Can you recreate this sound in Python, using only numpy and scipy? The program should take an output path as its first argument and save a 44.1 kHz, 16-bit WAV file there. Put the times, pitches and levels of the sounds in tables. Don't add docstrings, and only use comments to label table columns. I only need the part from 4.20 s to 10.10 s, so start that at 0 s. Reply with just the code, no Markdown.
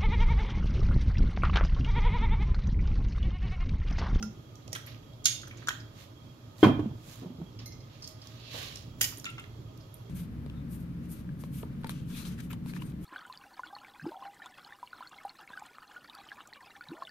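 import sys
import numpy as np
from scipy import signal
from scipy.fft import rfft, irfft, next_fast_len
from scipy.io import wavfile
from scipy.ndimage import uniform_filter1d

SR = 44100
rng = np.random.default_rng(int(sys.argv[2]) if len(sys.argv) > 2 else 0)


def gain_from_decibels(decibels):
    exponent = np.asarray(decibels, float) / 20
    return 10 ** exponent


def persist_wave(psi):
    counts = np.round(np.clip(psi, -1, 1) * 32767).astype(np.int16)
    wavfile.write(sys.argv[1], SR, np.atleast_2d(counts).T)


N = 260057
LONG, SHORT = 24000, 6000

# time in seconds, level in dB.
DRONE_LEVEL = [(0, -44.5), (.25, -52), (.6, -51.5), (1.0, -51.5), (1.3, -49.5), (2.2, -53.5), (3.0, -52.5),
               (3.51, -49), (3.96, -53.5), (4.6, -49), (5.1, -49.5), (5.4, -49), (5.7, -52), (5.9, -49)]
# frequency in Hz, density in dB per Hz.
FRIDGE_SPECTRUM = [(12, -49), (20, -28.5), (38, -13.5), (75, -11), (97, -6), (114, 2.5), (132, -5),
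                   (166, -12), (211, -17), (245, -13), (398, -20), (437, -20.5), (500, -27.5), (650, -40.5),
                   (1100, -120)]
# time in seconds, level in dB, swell in seconds, fade in seconds.
FRIDGE_SHUDDER = [
    (2.6, -39, 0.16, 0.097),
]
# frequency in Hz, width in Hz, level in dB.
MOTOR_WHINES = [(633.4, 12, -69), (1240, 54, -71), (3272, 61, -69.5)]
# frequency in Hz, density in dB per Hz.
AIR_SPECTRUM = [(180, -22), (300, -4.5), (437, -20), (557, -6), (621, -12.5), (995, -14), (1230, -15.5),
                (1620, -22), (2290, -22.5), (3040, -23), (3340, -21), (5140, -25.5), (7500, -29),
                (9750, -98), (16500, -120)]
# frequency in Hz, density in dB per Hz.
HISS_SPECTRUM = [(7000, -57), (7700, -27), (8300, -6.5), (10500, -4.5), (11500, 1.5), (15000, -2.5),
                 (15800, -11)]
# frequency in Hz, T60 in seconds.
ROOM_T60 = [(100, 0.39), (400, 0.43), (1500, 0.42), (4000, 0.42), (10000, 0.28), (15000, 0.4)]
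# frequency in Hz, left over right in dB.
PORT_BALANCE = [(60, -2.5), (110, -1.5), (200, -3), (380, -3.5), (700, -3.5), (1290, -3), (2380, -6),
                (4400, -8), (8120, -5.5), (15000, -4)]
# time in seconds, lead of the left port in samples.
LEFT_LEAD = [(0, 6), (.03, -2), (.4, -12), (.9, -12), (1, 12), (1.4, 7), (2, 7), (2.4, 0), (3, -4),
             (4.7, -4), (4.8, 7), (5.9, 9)]

# time of most pressure in seconds, level in dB, sizzle in dB,
# swell in seconds, fade in seconds.
BRUSH_STROKES = [(0.027, -55, 4.5, 0.0043, 0.047), (0.666, -63, 8, 0.0058, 0.023),
                 (0.68, -52.5, -16, 0.022, 0.13), (1.27, -64, -9, 0.049, 0.085),
                 (1.39, -57, -12, 0.057, 0.2), (1.811, -54.5, -2.5, 0.088, 0.098),
                 (2.417, -58, 6.5, 0.064, 0.01), (2.445, -38.5, -7, 0.023, 0.034),
                 (2.925, -56, 4.5, 0.15, 0.13), (3.01, -61, -17, 0.027, 0.1),
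                 (3.396, -54, -33, 0.0099, 0.085), (3.76, -60.5, -26, 0.14, 0.1),
                 (3.84, -59, -1, 0.055, 0.044), (3.878, -67, 15.5, 0.015, 0.076),
                 (4.06, -60, -4, 0.11, 0.37), (4.27, -65, -35, 0.32, 0.13), (4.37, -43, -4, 0.076, 0.28),
                 (4.813, -46.5, 14, 0.0017, 0.03), (4.843, -54.5, 15, 0.048, 0.097)]
# frequency in Hz, density in dB per Hz.
CLOTH_SPECTRUM = [(240, -29), (400, -11), (575, -4), (644, -10.5), (1020, -14), (1100, -2), (1330, -18),
                  (1510, -8), (3920, -5.5), (6800, -15.5), (8000, -37), (10400, -53), (17600, -120)]
# frequency in Hz, density in dB per Hz.
SIZZLE_SPECTRUM = [(5000, -8.5), (7500, 1), (9000, -8), (13000, -4), (15700, -3.5)]
# time in seconds, level in dB, swell in seconds, fade in seconds.
PALM_RUB = [
    (4.38, -45.5, 0.24, 0.28),
]
# frequency in Hz, width in Hz, level in dB.
SKIN_BANDS = [(2900, 1000, 0), (4030, 1500, -1), (5340, 1100, -17.5)]

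# time in seconds, peak in dB, ring in Hz, sizzle in dB.
TICKS = [(0.0265, -38.5, 5730, -16), (0.3542, -45, 5900, -8), (0.4771, -41.5, 5540, -29),
         (0.529, -23, 5800, -17), (0.5507, -34.5, 6170, -8.5), (0.552, -40, 11500, -6.5),
         (0.5577, -34, 3300, -13.5), (0.562, -40, 9000, -3), (0.577, -54, 6000, -5.5),
         (0.6635, -41, 13000, -3), (0.668, -44, 11500, -8), (0.9343, -52.5, 3740, -22.5),
         (1.2795, -44, 9300, -3), (2.382, -47, 4070, -1), (2.4354, -27.5, 3350, -8),
         (3.8745, -32, 5700, -20), (4.0709, -37.5, 5030, -9), (4.5565, -33.5, 5300, -17),
         (4.557, -38, 7500, -17), (4.5702, -38, 4200, -26), (4.571, -48, 5800, -20),
         (4.621, -51, 6500, -13), (4.9716, -36.5, 7040, -17.5), (4.9813, -36.5, 11820, -6.5),
         (4.9973, -35.5, 6000, -28), (5.0424, -32, 4850, -12), (5.068, -52, 5000, -2),
         (5.0538, -35.5, 6800, -22.5), (5.1015, -44, 8930, -14.5), (5.1814, -47, 5300, -18),
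         (5.1955, -44, 6960, -8), (5.5744, -51, 5300, 1), (5.7412, -36, 11400, -19.5)]
# time in seconds, peak in dB, ring in Hz, sizzle in dB.
SNAPS = [(1.0545, -10.5, 6320, -26), (1.0579, -15, 4780, -20), (1.059, -52, 6660, -23),
         (1.4706, -35, 6700, -19.5), (1.4839, -25, 6400, -12.5), (1.489, -26, 3280, -5),
         (4.8093, -18.5, 7000, -9), (4.813, -17, 13200, -1), (4.8133, -23, 13200, -10),
         (4.8129, -17, 6300, -7.5), (4.8145, -17.5, 11800, -4), (4.833, -19, 6900, -3),
         (4.848, -29, 6300, -10), (4.826, -24, 5550, 4), (4.842, -28.5, 11800, -8),
         (4.8412, -25, 5270, -21.5), (4.845, -26, 5840, -7)]
# time in seconds, peak in dB, ring in Hz, T60 in seconds.
TAPS = [(0.4775, -46, 3000, 0.014), (0.478, -45, 555, .03), (0.5285, -37, 2150, 0.03),
        (0.5275, -36.5, 447, .015), (0.55, -30.5, 3100, .04), (0.55, -32, 1690, 0.016),
        (0.5573, -30, 1490, 0.027), (0.669, -41, 2000, 0.055), (0.7445, -43, 2800, .014),
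        (0.829, -50, 1800, .015), (1.0551, -17, 4790, 0.05), (1.231, -38, 1520, 0.038),
        (1.271, -43, 1540, 0.037), (1.3085, -38, 2100, 0.048), (1.42, -41, 1640, 0.07),
        (1.056, -26, 2700, 0.095), (1.489, -30.5, 1300, 0.032), (1.505, -24, 1680, 0.015),
        (2.429, -20, 1500, 0.062), (2.4407, -13.5, 1000, 0.038), (2.463, -24.5, 900, .05),
        (2.482, -25.5, 1050, .08), (2.5935, -35, 760, 0.023), (3.0086, -59, 1046, 0.036),
        (3.3895, -44, 2800, 0.023), (4.8099, -25, 1770, 0.01), (4.8096, -22, 2900, 0.067),
        (4.8398, -27, 2120, 0.0057), (4.921, -42.5, 1200, 0.069), (4.8105, -39, 560, 0.0085),
        (5.053, -41, 1490, 0.033), (5.0652, -34, 2400, 0.045), (5.2385, -43, 3320, 0.03),
        (5.071, -54, 2480, 0.1), (5.185, -40, 2730, 0.08), (4.843, -31, 2400, 0.03),
        (5.1778, -40.5, 1240, 0.06), (5.2387, -42.5, 1800, 0.024), (5.0425, -36, 1500, 0.02),
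        (1.33, -46.5, 1220, .05), (4.333, -48, 1800, .03), (5.8035, -54, 1120, 0.026)]
# time in seconds, peak in dB, ring in Hz.
SCUFFS = [(0.4205, -55, 3940), (0.519, -42, 5900), (0.651, -54, 4240), (1.041, -32, 6600),
          (1.043, -34, 5000), (1.598, -44, 4950), (1.37, -44, 6640), (1.27, -44, 5940), (3.1677, -57, 4800),
          (3.3878, -41.5, 5100), (3.821, -36, 5300), (3.8395, -35.5, 4930), (4.0153, -41, 4700),
          (5.605, -50.5, 5030)]

# frequency in Hz, level in dB, T60 in seconds.
GLASS_MODES = [(2400, -17, 0.18), (3300, -7.5, 0.17), (3634, -10, 0.42), (4240, -10, 0.15),
               (4960, -9, 0.099), (5141, -30, 0.4), (5540, -21, 0.41), (6200, -22, 0.36), (6640, -1, 0.23),
               (7500, -12, 0.23), (8802, -26.5, 0.3), (9400, -17.5, 0.3), (10900, -25, 0.2),
               (11500, -18, 0.3)]
# time in seconds, level in dB, left over right in dB.
GLASS_HITS = [
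    (1.046, -41, -11),
    (1.0549, -20, -5.5),
    (1.083, -30, -4),
    (1.126, -34.5, -4.5),
    (1.216, -46.5, -4),
]
# frequency in Hz, level in dB, T60 in seconds.
SPOON_MODES = [(2110, -13.5, 0.51), (4215, -7, 0.13), (5350, 0, 0.068), (5030, -9, .35), (6160, -5, 0.18)]
# time in seconds, level in dB, left over right in dB.
SPOON_HITS = [
    (3.4587, -43.5, -8),
    (3.5211, -50.5, -6),
    (3.6039, -56, -6),
]
# frequency in Hz, level in dB, T60 in seconds.
TINES_MODES = [(8300, -8, .06), (10120, -12, .12), (11100, -10, 0.17), (11720, -7, 0.14), (12270, -2, 0.13)]
# time in seconds, level in dB, left over right in dB.
TINES_HITS = [
    (3.4587, -47.5, -1),
]
# frequency in Hz, level in dB, T60 in seconds.
CAP_MODES = [(1300, -8, 0.09), (1520, -3.5, 0.073), (1640, -5.5, 0.06), (2840, -10.5, 0.048),
             (3680, -10, 0.15), (4730, -14, 0.066), (5560, -10, 0.081), (7000, 3, 0.027)]
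# time in seconds, level in dB, left over right in dB.
CAP_HITS = [
    (1.0569, -31, -9),
    (1.4728, -29.5, -2),
    (1.4895, -28, -5),
]
# frequency in Hz, level in dB, T60 in seconds.
POP_MODES = [(1480, 0, .018)]
# time in seconds, level in dB, left over right in dB.
POP_HITS = [
    (1.4851, -14, 0),
]
# frequency in Hz, level in dB, T60 in seconds.
BOWL_MODES = [(213.3, 6.5, 0.19), (296, -10, 0.083), (790, -12.5, .1)]
# time in seconds, level in dB, left over right in dB.
BOWL_HITS = [
    (0.004, -36, 1),
    (0.027, -43, 1),
    (0.06, -42.5, 1),
]
# frequency in Hz, level in dB, T60 in seconds.
RIM_MODES = [(1385, 2, 0.083), (2000, -8, 0.027), (2700, -4, 0.02), (3100, -12, .025), (5350, 1, 0.045),
             (6080, 3, .025), (6700, -1, .025)]
# time in seconds, level in dB, left over right in dB.
RIM_HITS = [
    (0.0265, -36, -3),
]
# frequency in Hz, level in dB, T60 in seconds.
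LID_MODES = [(1360, -1.5, 0.19), (2100, -4, 0.17)]
# time in seconds, level in dB, left over right in dB.
LID_HITS = [
    (5.064, -36.5, 0),
    (5.126, -53, 0),
    (5.18, -43, 0),
]
# frequency in Hz, level in dB, T60 in seconds.
JAR_MODES = [(2786, 2.5, 0.069), (3430, -1.5, .04)]
# time in seconds, level in dB, left over right in dB.
JAR_HITS = [
    (5.055, -33.5, 1),
    (5.064, -36.5, 4),
    (5.09, -43, 2),
    (5.098, -50, 8),
    (5.181, -45, -2),
    (5.196, -48, 2),
]
# frequency in Hz, level in dB, T60 in seconds.
TIN_MODES = [(1903, 1, 0.0506), (3000, 3.5, 0.066), (4800, 2.5, 0.076), (6300, -7, 0.051), (7300, 5, .05),
             (9300, 2, 0.073), (11800, -1, .07), (13700, -9, .12)]
# time in seconds, level in dB, left over right in dB.
TIN_HITS = [
    (4.811, -31.5, 2),
    (4.828, -38, 0),
    (4.8417, -32, -0.84),
]
# frequency in Hz, level in dB, T60 in seconds.
PLATE_MODES = [(2220, -2, 0.097), (2900, 3, .12), (4350, -7.5, .2), (5470, -11, 0.29), (6121, -5.5, 0.12),
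               (6993, -6, .4), (7300, 0, 0.24), (10100, -21.5, 0.13)]
# time in seconds, level in dB, left over right in dB.
PLATE_HITS = [
    (1.0552, -28, -4),
    (1.082, -42, -5),
]
# frequency in Hz, level in dB, T60 in seconds.
BEAD_MODES = [(7100, 0.5, .05)]
# time in seconds, level in dB, left over right in dB.
BEAD_HITS = [
    (5.053, -38.5, -2),
]
# frequency in Hz, level in dB, T60 in seconds.
DISH_MODES = [(2380, 1, 0.12)]
# time in seconds, level in dB, left over right in dB.
DISH_HITS = [
    (2.439, -28, 0),
]

# time in seconds, level in dB.
HEAVY_BLOW = (2.4293, -3.8)
# frequency in Hz, level in dB, T60 in
# seconds.
COUNTER_MODES = [(107.3, -14, 0.46), (141.8, -16.5, 0.82), (215, -12, 0.28), (307, -10.5, 0.2),
                 (578.4, -20.5, 0.19), (712, -12.5, 0.076), (854, -26, 0.052), (1035, -17.5, 0.11),
                 (1083, -21, 0.13), (1247, -22.5, 0.12), (1520, -22, 0.086), (1680, -22.5, 0.12),
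                 (3200, -21.5, 0.11),
                 (330, 6, .03), (395, -8, .06)]
# time in seconds, peak in dB, ring in Hz, rattle in dB.
KNOCKS = [(2.4408, -16, 349, -4), (2.4573, -12.5, 224, -11.5), (2.4668, -9, 241, -13),
          (2.477, -13.5, 239, -12.5), (2.4935, -13.5, 269, -15), (2.52, -23, 135, -32),
          (2.552, -45, 153, -34), (2.5913, -18.5, 300, -15), (2.638, -25, 113, -22),
          (2.657, -21.5, 216, -28), (2.71, -24.5, 116.6, -24), (2.751, -32.5, 113, -33),
          (2.875, -36, 146, -25), (3.019, -35, 250, -7), (3.03, -33.5, 244, -15), (3.044, -38, 394, -10),
          (3.057, -29, 176, -15.5), (3.101, -33, 250, -18), (3.186, -30, 148, -28), (3.199, -37, 330, -18),
          (3.2126, -28, 169, -14), (3.226, -41, 190, -22), (4.34, -42, 255, 6)]
# frequency in Hz, width in Hz, level in dB.
CUPBOARD_BANDS = [(500, 446, 9), (980, 1030, 0.5), (2400, 870, -9), (3160, 1700, -18)]


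def unit(x):
    return x / np.sqrt(np.mean(x ** 2) + 1e-20)


def along(points, hz):
    f, v = np.transpose(points)
    return np.interp(np.log(hz + 1), np.log(f + 1), v)


def filtered(x, response):
    m = next_fast_len(x.shape[-1] + 4096)
    return irfft(rfft(x, m) * response(np.fft.rfftfreq(m, 1 / SR)), m)[..., :x.shape[-1]]


def peak(f, hz, width_hz):
    return 1j * f * width_hz / (hz * hz - f * f + 1j * f * width_hz)


def swell(s, db, swell_s, fade_s):
    t = np.arange(N) / SR - s
    bend = 1.67
    return gain_from_decibels(db - 20 * np.abs(t / np.where(t < 0, swell_s, fade_s)) ** bend)


def diffuse(pair):
    spacing_m, sound_speed = 0.2, 343

    def blend(f):
        turn = np.arccos(np.sinc(2 * f * spacing_m / sound_speed)) / 2
        return np.array([np.cos(turn), np.sin(turn)])

    mid, side = filtered(pair, blend)
    return filtered(np.array([mid + side, mid - side]),
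                    lambda f: gain_from_decibels(np.outer([.5, -.5], along(PORT_BALANCE, f))))


def rush(gain, patchy_db):
    z = signal.stft(rng.standard_normal((2, N)), nperseg=512)[2]
    field = uniform_filter1d(rng.standard_normal(z.shape[1:]), size=5, axis=0)
    field = uniform_filter1d(field, size=10, axis=1)
    pair = signal.istft(z * gain_from_decibels(patchy_db * unit(field)), nperseg=512)[1][:, :N]
    left_lag_s = .00022
    late = lambda f: np.exp(-2j * np.pi * np.outer([left_lag_s, 0], f))
    return unit(filtered(diffuse(filtered(pair, gain)), late))


def add(out, s, direct, wet_db):
    hz, t, z = signal.stft(rng.standard_normal((2, LONG)), SR, nperseg=256)
    decay = gain_from_decibels(-60 * t / along(ROOM_T60, hz)[:, None])
    tail = diffuse(signal.istft(z * decay, SR, nperseg=256)[1])
    tail *= 1 - np.exp(-np.arange(tail.shape[1]) / SR / 0.00052)
    tail /= np.sqrt(np.sum(tail ** 2) / 2)
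    wet = signal.fftconvolve(direct[1:], tail, axes=1)[:, :LONG]
    start, lead = round(s * SR), round(np.interp(s, *np.transpose(LEFT_LEAD)))
    for side, late, part in zip(out, (max(-lead, 0), max(lead, 0)), direct):
        side[start + late:][:len(part)] += part
    out[:, start:][:, :LONG] += gain_from_decibels(wet_db) * wet


def burst(t60, rise, response):
    t = np.arange(SHORT) / SR
    envelope = gain_from_decibels(-60 * t / t60) * (1 - np.exp(-t / rise))
    x = filtered(rng.standard_normal((2, SHORT)) * envelope, response)
    return x / np.abs(x).max(axis=1, keepdims=True)


def ring(modes, damp, rough, lag):
    t, out = np.arange(LONG) / SR, 0
    build_cycles = .6
    for hz, db, t60 in modes:
        waver = uniform_filter1d(np.cumsum(rng.standard_normal(LONG)), size=60) * rough * np.sqrt(hz / SR)
        step = rng.normal(0, 2 * np.pi * hz * lag, (2, 1))
        tilt_db = rng.normal(0, 1.5, (2, 1))
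        decay = gain_from_decibels(db + tilt_db - 60 * t / (damp * min(t60, .6)))
        build = 1 - np.exp(-t * hz / build_cycles)
        out = out - decay * np.sin(2 * np.pi * hz * t + waver + step) * build
    return out


def fridge():
    s, db = np.transpose(DRONE_LEVEL)
    level = gain_from_decibels(np.interp(np.arange(N) / SR, s, db) + 3) + swell(*FRIDGE_SHUDDER[0])
    drone = level * rush(lambda f: gain_from_decibels(along(FRIDGE_SPECTRUM, f)), patchy_db=1.5)
    motor = 0
    for hz, width_hz, whine_db in MOTOR_WHINES:
        motor = motor + gain_from_decibels(whine_db) * rush(lambda f: peak(f, hz, width_hz) ** 2, patchy_db=-2.7)
    air = gain_from_decibels(-59) * rush(lambda f: gain_from_decibels(along(AIR_SPECTRUM, f)), patchy_db=.8)
    hiss = gain_from_decibels(-74) * rush(lambda f: gain_from_decibels(along(HISS_SPECTRUM, f)), patchy_db=.5)
    return drone + motor + air + hiss


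def brushing():
    dull, bright = 0, 0
    for s, db, sizzle_db, swell_s, fade_s in BRUSH_STROKES:
        dull = dull + swell(s, db, swell_s, fade_s)
        bright = bright + swell(s, db + sizzle_db, swell_s, fade_s)
    grain = gain_from_decibels(1.9 * unit(uniform_filter1d(rng.standard_normal(N), size=90)))
    cloth = dull * rush(lambda f: gain_from_decibels(along(CLOTH_SPECTRUM, f)), patchy_db=.8)
    sizzle = bright * rush(lambda f: gain_from_decibels(along(SIZZLE_SPECTRUM, f)), patchy_db=.6)
    return unit(grain) * (gain_from_decibels(.5) * cloth + sizzle)


def rub():
    skin = lambda f: sum(gain_from_decibels(db) * np.abs(peak(f, hz, width_hz)) ** 2 for hz, width_hz, db in SKIN_BANDS)
    grain = gain_from_decibels(0.5 * unit(uniform_filter1d(rng.standard_normal(N), size=150)))
    return swell(*PALM_RUB[0]) * unit(grain) * rush(skin, patchy_db=1.2)


def ticks():
    out = np.zeros((2, N + 2 * LONG))
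    sides = lambda pan_db: gain_from_decibels([[pan_db / 2], [-pan_db / 2]])
    for s, db, hz, sizzle_db in sorted(TICKS + SNAPS):
        t60 = 0.014 * gain_from_decibels(0.12 * (db + 46.5))

        def contact(f):
            broad = peak(f, hz, 0.53 * hz) ** 2
            narrow = gain_from_decibels(3.5) * peak(f, hz, 0.054 * hz)
            dull = gain_from_decibels(-11.5) * peak(f, 4000, 2600)
            return broad + narrow + dull

        crack = burst(t60, 0.00015, contact) * sides(-6.5)
        sizzle = burst(0.55 * t60, 0.00034, lambda f: peak(f, 14100, 10200) ** 2) * sides(-2)
        add(out, s + .0007, gain_from_decibels(db + 1.5) * (crack + gain_from_decibels(sizzle_db + 4) * sizzle), wet_db=-7.5)
    return out[:, :N]


def taps():
    out = np.zeros((2, N + LONG))
    dull = [(*row, 0.54) for row in TAPS]
    scuffs = [(*row, 0.056, 0.28) for row in SCUFFS]
    for s, db, hz, t60, wide in dull + scuffs:
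        a, b = burst(np.clip(t60, .003, .12), .0025, lambda f: peak(f, hz, wide * hz) ** 2)
        add(out, s, gain_from_decibels(db) * np.array([.6 * a + .4 * b, 1.1 * a]), wet_db=-7)
    return out[:, :N]


def knocks():
    out, t = np.zeros((2, N + LONG)), np.arange(SHORT) / SR
    blow_s, blow_db = HEAVY_BLOW
    counter = ring(COUNTER_MODES, damp=.9, rough=.1, lag=.0001)
    add(out, blow_s, gain_from_decibels(blow_db) * gain_from_decibels([[-1], [1]]) * counter, wet_db=-7)

    def cupboard(f):
        return sum((-1) ** k * gain_from_decibels(db) * peak(f, hz, w) for k, (hz, w, db) in enumerate(CUPBOARD_BANDS))

    thud_t60 = 0.064
    for s, db, hz, rattle_db in KNOCKS:
        thud = -np.sin(2 * np.pi * hz * t) * gain_from_decibels(-60 * t / thud_t60) * (1 - np.exp(-t / 0.00023))
        rattle = burst(1.34 * thud_t60, 0.00085, cupboard)
        rattle[0] = 1.07 * rattle[0] + 0.089 * rattle[1]
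        pulse = thud + gain_from_decibels(rattle_db) * rattle
        add(out, s + .0015, gain_from_decibels(db) * pulse * gain_from_decibels([[-.9], [.9]]), wet_db=-7)
    return out[:, :N]


def clinks():
    out = np.zeros((2, N + LONG))
    things = [(GLASS_MODES, GLASS_HITS, .5, .26), (SPOON_MODES, SPOON_HITS, .9, .35),
              (CAP_MODES, CAP_HITS, .5, .4), (BOWL_MODES, BOWL_HITS, .9, .2),
              (RIM_MODES, RIM_HITS, .9, .2), (LID_MODES, LID_HITS, .8, .28),
              (POP_MODES, POP_HITS, .9, .05), (JAR_MODES, JAR_HITS, .9, .7),
              (TIN_MODES, TIN_HITS, .9, .5), (TINES_MODES, TINES_HITS, .9, .3),
              (PLATE_MODES, PLATE_HITS, .5, .5), (BEAD_MODES, BEAD_HITS, .9, .3),
              (DISH_MODES, DISH_HITS, .9, .3)]
    for modes, hits, damp, rough in things:
        for s, db, pan_db in hits:
            stroke = ring(modes, damp, rough, lag=.00003)
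            add(out, s, stroke * gain_from_decibels([[db + pan_db / 2], [db - pan_db / 2]]), wet_db=-9)
    return out[:, :N]


def scene():
    close = brushing() + rub() + ticks() + taps() + knocks() + clinks()

    def case(f):
        shadow = 1 - 0.79 * peak(f, 7960, 880)
        bass_cut = (1j * f / (70 + 1j * f)) ** 2
        return shadow * bass_cut / (1 + (f / 15000) ** 12)

    return fridge() + filtered(close, case)


def top_cut(x):
    return signal.sosfilt(signal.butter(12, 16660, fs=SR, output="sos"), x)


def record(dry):
    soft = dry / (1 + np.abs(dry / 1.3) ** 4) ** .25
    mix = filtered(soft, lambda f: f < 15750)
    return top_cut(mix)


dry = scene()
out = record(dry)
persist_wave(out)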